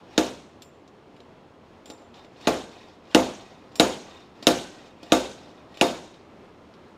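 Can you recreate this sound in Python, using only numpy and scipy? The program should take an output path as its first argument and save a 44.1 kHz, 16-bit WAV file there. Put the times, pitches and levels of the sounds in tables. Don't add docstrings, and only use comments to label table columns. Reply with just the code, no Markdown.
import sys
import numpy as np
from scipy import signal
from scipy.io import wavfile

SR = 44100
rng = np.random.default_rng(int(sys.argv[2]) if len(sys.argv) > 2 else 0)


def field_ratio(decibels):
    return 10 ** (np.asarray(decibels, dtype=float) / 20)


def pcm_store(signal):
    levels = np.round(np.clip(np.atleast_2d(signal), -1, 1) * 32767)
    wavfile.write(sys.argv[1], SR, levels.astype(np.int16).T)


N = 307377


def rms_one(x):
    return x / np.sqrt(np.mean(x ** 2) + 1e-20)


def at_hz(points, hz, axis=1):
    points = np.array(points)
    return np.interp(np.log(hz), np.log(points[:, 0]), points[:, axis])


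def drift(rate):
    r = np.exp(-80 * np.pi * rate / SR)
    noise = rng.standard_normal(N // 40 + 2002)
    slow = signal.lfilter([1], [1, -2 * r, r * r], noise)[2000:]
    return np.interp(np.arange(N) / 40, np.arange(len(slow)), rms_one(slow))


def ring(clicks, hz, t60):
    r = field_ratio(-60 / (t60 * SR))
    w = 2 * np.pi * hz / SR
    return signal.lfilter([0, np.sin(w)], [1, -2 * r * np.cos(w), r * r], clicks + 1e-18)


def dying(clicks, t60):
    return signal.lfilter([1], [1, -field_ratio(-60 / (t60 * SR))], clicks + 1e-18)


def clicks_at(times, sizes):
    out = np.zeros(N)
    np.add.at(out, np.round(np.asarray(times) * SR).astype(int), sizes)
    return out


def bands(low_hz):
    white = rng.standard_normal((2, N))
    centres = 15500 * 2 ** -np.arange(0, np.log2(15500 / low_hz), 1 / 3)
    for k, hz in enumerate(centres):
        edges = [hz * 2 ** (-1 / 6), hz * 2 ** (1 / 6)]
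        sos = signal.butter(2, edges, "band", fs=SR, output="sos")
        yield hz, rms_one(signal.sosfilt(sos, white[k % 2]))


# (frequency [Hz], level in a band [dB])
TRAFFIC_COLOUR = [(20, -90.5), (35, -73.5), (50, -102.5), (70, -67), (130, -67), (250, -59), (400, -59),
                  (800, -62), (1100, -62.5), (1500, -68.5), (3200, -70.5), (6300, -80), (10000, -90.5),
                  (15000, -93.5)]
# (time [s], level [dB])
TRAFFIC_SWELL = [(0, 2), (1, -1), (2, -0.5), (3.5, 0.5), (5.499, 0.5), (6.2, 0), (6.97, 1)]


def traffic():
    together = .7 * drift(2.5) + np.interp(np.arange(N) / SR, *np.transpose(TRAFFIC_SWELL))
    out = np.zeros(N)
    for hz, band in bands(low_hz=20):
        out += field_ratio(at_hz(TRAFFIC_COLOUR, hz) + together + 0.5 * drift(6)) * band
    return out


# (time [s], crack peak [dB], boom [dB], wash [dB], brightness [dB per octave])
BLOWS = [
    (0.178, -5, -17.5, -5, 3.5),
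    (2.4711, -11, -17.5, -4.5, 2.5),
    (3.147, 1, -12.5, -1, 3),
    (3.7973, 1, -15, 0, 3.5),
    (4.4688, 2.7, -14, 0, 4.5),
    (5.1204, -2, -13.5, -1.5, 4),
    (5.8115, -0.2, -17, -2.5, 3.5),
]
PULL_DB = [-50, -48, -52, -56, -52, -48, -51.5]
# (start [s], length [s], scrape [dB], rumble in the panel re scrape [dB])
SLIDES = [
    (1.85, 0.22, -64, 11),
    (2.13, 0.16, -60, -14),
    (2.7, .3, -57, -4.5),
    (3.36, 0.32, -58.5, -15),
    (4.02, 0.3, -56, -8.5),
    (4.7, 0.28, -58, -11.5),
    (5.35, 0.31, -61.5, 0),
    (6.03, 0.25, -64.5, -0.5),
]


def strokes():
    scrape, rumble = np.zeros(N + SR), np.zeros(N + SR)
    t = np.arange(SR // 2) / SR
    for (s, *_), scrape_db in zip(BLOWS, PULL_DB):
        stop = round(s * SR)
        pull = field_ratio(scrape_db - 159.5 * t[:stop])[::-1]
        scrape[stop - len(pull):stop] += pull
        rumble[stop - len(pull):stop] += pull * field_ratio(-8)
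    for s, length, scrape_db, rumble_db in SLIDES:
        start = round(s * SR)
        fade_db = 24.5 * (t / length) ** 5.1
        slide = np.minimum(t / .03, 1) * field_ratio(scrape_db - fade_db)
        scrape[start:start + len(t)] += slide
        rumble[start:start + len(t)] += slide * field_ratio(rumble_db)
    judder = field_ratio(1.5 * drift(22.0))
    return scrape[:N] * judder, rumble[:N] * judder


# (time [s], click [dB], ring [dB], brightness [dB per octave], thud [dB])
TICKS = [(0.6205, -44, -54, 9, -73), (0.877, -57.5, -82, 2, -66), (1.164, -58.5, -68, -8, -75),
         (1.203, -54.5, -75, -4, -54.5), (1.858, -51, -53.5, -4, -53), (1.9004, -41, -58, 4, -43.5),
         (2.1416, -52, -80, -10, -64), (2.167, -67, -83, -18, -74), (2.2464, -57, -74, -5, -52.5),
         (2.4103, -53, -65, -4, -69), (2.692, -58, -67, -7, -51), (2.02, -72, -74, -8, -52),
         (3.0521, -65, -89, -12, -75), (3.111, -58, -75, -4, -70), (3.718, -61, -72, -3, -76.5),
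         (3.7555, -40, -47.5, 10, -75), (3.786, -69.5, -91, -7, -48.5), (4.4262, -40.5, -55, -2, -47),
         (5.0303, -44.5, -71, 2, -45.5), (5.488, -66, -77, -9, -64), (5.742, -54.5, -69, -6.5, -71.5),
         (5.772, -44, -55, -2.5, -52), (6.1415, -58, -75, -7, -64), (6.7388, -53, -74, -6.5, -70)]
# (frequency [Hz], level in a band [dB])
CLICK_COLOUR = [(1000, -12), (2000, -6), (3700, 7.5), (5500, 1), (7500, -12), (10000, -16.5),
                (15500, -25.5)]
# (frequency [Hz], level in a band [dB])
SCRAPE_COLOUR = [(700, 14), (1200, 3), (2200, 3.5), (3700, 7), (5500, 5.5), (8000, -15), (11000, -31.5),
                 (15500, -20.5)]


def touches(scrape):
    s, click_db, _, tilt_db, _ = np.transpose(TICKS)
    tilt_db = np.clip(tilt_db, -6, 3)
    out = np.zeros(N)
    for hz, band in bands(low_hz=700):
        bright_db = tilt_db * np.log2(max(hz, 2500) / 4000)
        chance_db = rng.normal(0, 2.5, len(s))
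        start = clicks_at(s, field_ratio(click_db + at_hz(CLICK_COLOUR, hz) + bright_db - 3 + chance_db))
        touch = dying(start, 0.012) - dying(start, 0.0079)
        touch_wash = field_ratio(-8.0) * dying(start, 0.066)
        rubbing = scrape * field_ratio(at_hz(SCRAPE_COLOUR, hz) - 14 + 2.2 * drift(27))
        out += band * (touch + touch_wash + rubbing)
    return out


def uneven_contacts():
    size = field_ratio(3.5 * np.minimum(rng.exponential(1, N), 5))
    return rms_one(size * rng.choice([-1, 1], N) * (rng.random(N) < 2500 / SR))


# (frequency [Hz], level [dB], t60 [s])
ROD = [(2500, -12, .08), (3660, -3, .12), (5180, -8, .1), (5560, -7, .2), (6400, -12, .08), (7250, -4, .4),
       (7480, -5, .1), (9520, -10, .15), (12090, -12, .2), (14670, -18, .08)]


def rod(scrape, grit):
    s, _, ring_db, tilt_db, _ = np.transpose(TICKS)
    out = np.zeros(N)
    scatter = rng.normal(0, 3, (len(s), len(ROD)))
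    for k, (hz, level_db, t60) in enumerate(ROD):
        dull_db = np.minimum(tilt_db, 0) * np.log2(hz / 3700)
        struck = dying(clicks_at(s, field_ratio(ring_db + level_db + scatter[:, k] + dull_db)), t60)
        rubbed = scrape * field_ratio(level_db - 1 - 16 * np.log2(hz / 3000) + 4.5 * drift(14))
        out += (struck + rubbed) * rms_one(ring(grit, hz, .028))
    return out


# (frequency [Hz], level re scrape [dB])
SQUEAK = [(720, -6.5), (1150, -10.5), (1900, -9), (2800, -16.5), (4350, -27)]


def squeak(scrape, grit):
    out = np.zeros(N)
    for hz, level_db in SQUEAK:
        patchy = field_ratio(level_db + 4.5 * drift(3.6))
        out += scrape * patchy * rms_one(ring(grit, hz, t60=0.036))
    return out


# (frequency [Hz], level [dB], t60 [s])
CRACK = [(1450, -3, 0.0082), (1800, -2, 0.0036), (2353, 2, 0.0093), (2790, 5.5, 0.015), (3810, 0, 0.017),
         (5260, 1.5, 0.0036), (5430, -2, 0.012), (6660, -5.5, 0.0032), (7630, -18.5, 0.0092),
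         (9400, -23, .003), (10800, -17, 0.0013), (12400, -29, .003), (14800, -32, 0.0015)]
# (delay [s], level [dB])
ECHOES = [(.0065, -14), (0.0112, -18.5), (.020, -26), (.030, -29)]


def crack():
    s, peak_db, _, _, tilt_db = np.transpose(BLOWS)
    out = np.zeros(N)
    scatter = rng.normal(0, 1.7, (len(s), len(CRACK)))
    touch = clicks_at(s, 1.)
    grind = .45 * rng.choice([-1, 1], N) * (dying(touch, t60=.008) - dying(touch, t60=.001))
    snap = 3.2 * (clicks_at(s + .0005, 1.) - .6 * clicks_at(s + .0009, 1.))
    contact = grind + snap
    blow = np.maximum(np.cumsum(touch).astype(int) - 1, 0)
    for k, (hz, level_db, t60) in enumerate(CRACK):
        size = field_ratio(level_db + tilt_db * np.log2(hz / 4000) + scatter[:, k] - 15)
        out += (-1) ** k * ring(contact * size[blow], hz, np.clip(t60, .002, .008))
    energy = np.add.reduceat(out ** 2, np.round(s * SR).astype(int)) + 1e-12
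    out = out * (4.13 * field_ratio(peak_db) / np.sqrt(energy))[blow]
    echoes = sum(field_ratio(level_db) * np.roll(out, round(delay * SR)) for delay, level_db in ECHOES)
    return out + echoes


# (frequency [Hz], level [dB], t60 [s])
PANEL = [(63, -23, 0.57), (112.4, -30.5, 0.1), (158, -45, .3), (197, -33.5, 0.75), (203, -19, 0.49),
         (254.9, -7, 0.37), (287, -9.5, 0.17), (314.3, 4, 0.16), (370, -10.5, 0.39), (396, -24.5, 0.12),
         (426, 1, 0.075), (472.6, -5.5, 0.15), (519, -4, 0.3), (598, -16, 0.58), (635, -12.5, 0.27),
         (694, -2.5, 0.22), (780, -21, 0.48), (843, -9.5, 0.2), (851, -22.5, 0.17), (900, -11.5, 0.18),
         (930, -21, 1), (1060, -21, 0.054), (1167, -15.5, 0.26), (1224, -14.5, 0.14), (1270, -31, 0.061),
         (1373, -22, 0.26), (1464, -14.5, 0.062)]


def panel(small_pushes):
    s, _, boom_db, _, _ = np.transpose(BLOWS)
    skin, shell = np.zeros(N), np.zeros(N)
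    scatter = rng.normal(0, 1.8, (len(s), len(PANEL)))
    for k, (hz, level_db, t60) in enumerate(PANEL):
        push = clicks_at(s + 0.0017, field_ratio(boom_db + scatter[:, k])) + small_pushes
        sense = 1 if 200 < hz < 540 else (-1) ** (k // 2)
        mode = field_ratio(level_db) * sense * ring(push, hz, np.clip(t60, .04, .5))
        if hz > 200:
            skin += mode
        else:
            shell += mode
    skin = signal.sosfilt(signal.butter(4, 185, "high", fs=SR, output="sos"), skin)
    return signal.sosfilt(signal.butter(2, 45, "high", fs=SR, output="sos"), skin + shell)


# (frequency [Hz], level in a band [dB], t60 [s])
WASH = [(50, -47.5, 0.52), (99, -37.5, 0.56), (201, -28, 0.58), (410, -18, 0.48), (760, -21, 0.48),
        (1260, -29.5, 0.52), (1900, -31.5, 0.46), (2670, -31.5, 0.55), (3860, -34, 0.6),
        (4800, -36.5, 0.51), (6560, -37, 0.6), (8500, -45.5, 0.49), (12200, -50, .33), (15500, -57.5, .3)]


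def wash():
    s, _, _, wash_db, tilt_db = np.transpose(BLOWS)
    out = np.zeros(N)
    for hz, band in bands(low_hz=40):
        bright_db = tilt_db * np.log2(max(hz, 1000) / 4000)
        start = clicks_at(s + .002, field_ratio(wash_db + at_hz(WASH, hz) + bright_db))
        late = dying(start, at_hz(WASH, hz, axis=2))
        early = 2.6 * dying(start, 0.046)
        swell_in = 1 - np.minimum(dying(1. * (start > 0), 0.0022 + 13.0 / hz), 1)
        out += band * field_ratio(2.0 * drift(37)) * (late + early) * swell_in
    return out


# (frequency [Hz], level [dB], t60 [s])
LINGER = [(1535, -42.5, 0.71), (2574, -42, 0.38), (3696, -36, 0.45), (5300, -46, .4), (6870, -36.5, 0.36)]


def linger(grit):
    s, _, _, wash_db, _ = np.transpose(BLOWS)
    out = np.zeros(N)
    scatter = rng.normal(0, 3, (len(s), len(LINGER)))
    for k, (hz, level_db, t60) in enumerate(LINGER):
        fade = dying(clicks_at(s + 0.0023, field_ratio(wash_db + level_db + scatter[:, k])), t60)
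        out += fade * rms_one(ring(grit, hz, 0.04))
    return out


def scene():
    hum = traffic()
    scrape, rumble = strokes()
    grit = uneven_contacts()
    weight_on_rod = touches(scrape) + rod(scrape, grit) + squeak(scrape, grit)
    s, _, _, _, thud_db = np.transpose(TICKS)
    small_pushes = clicks_at(s, field_ratio(thud_db)) + rumble * grit / 30
    blows = crack() + panel(small_pushes) + wash() + linger(grit)
    return (hum + weight_on_rod + blows)[None]


def roll_off(x):
    return signal.sosfilt(signal.butter(12, 16670, fs=SR, output="sos"), x)


def record(dry):
    rounded = .92 * np.tanh(dry / .92)
    low_pass = signal.cheby2(10, 60, 16900, fs=SR, output="sos")
    mix = signal.sosfilt(low_pass, rounded)
    return roll_off(mix)


dry = scene()
out = record(dry)
pcm_store(out)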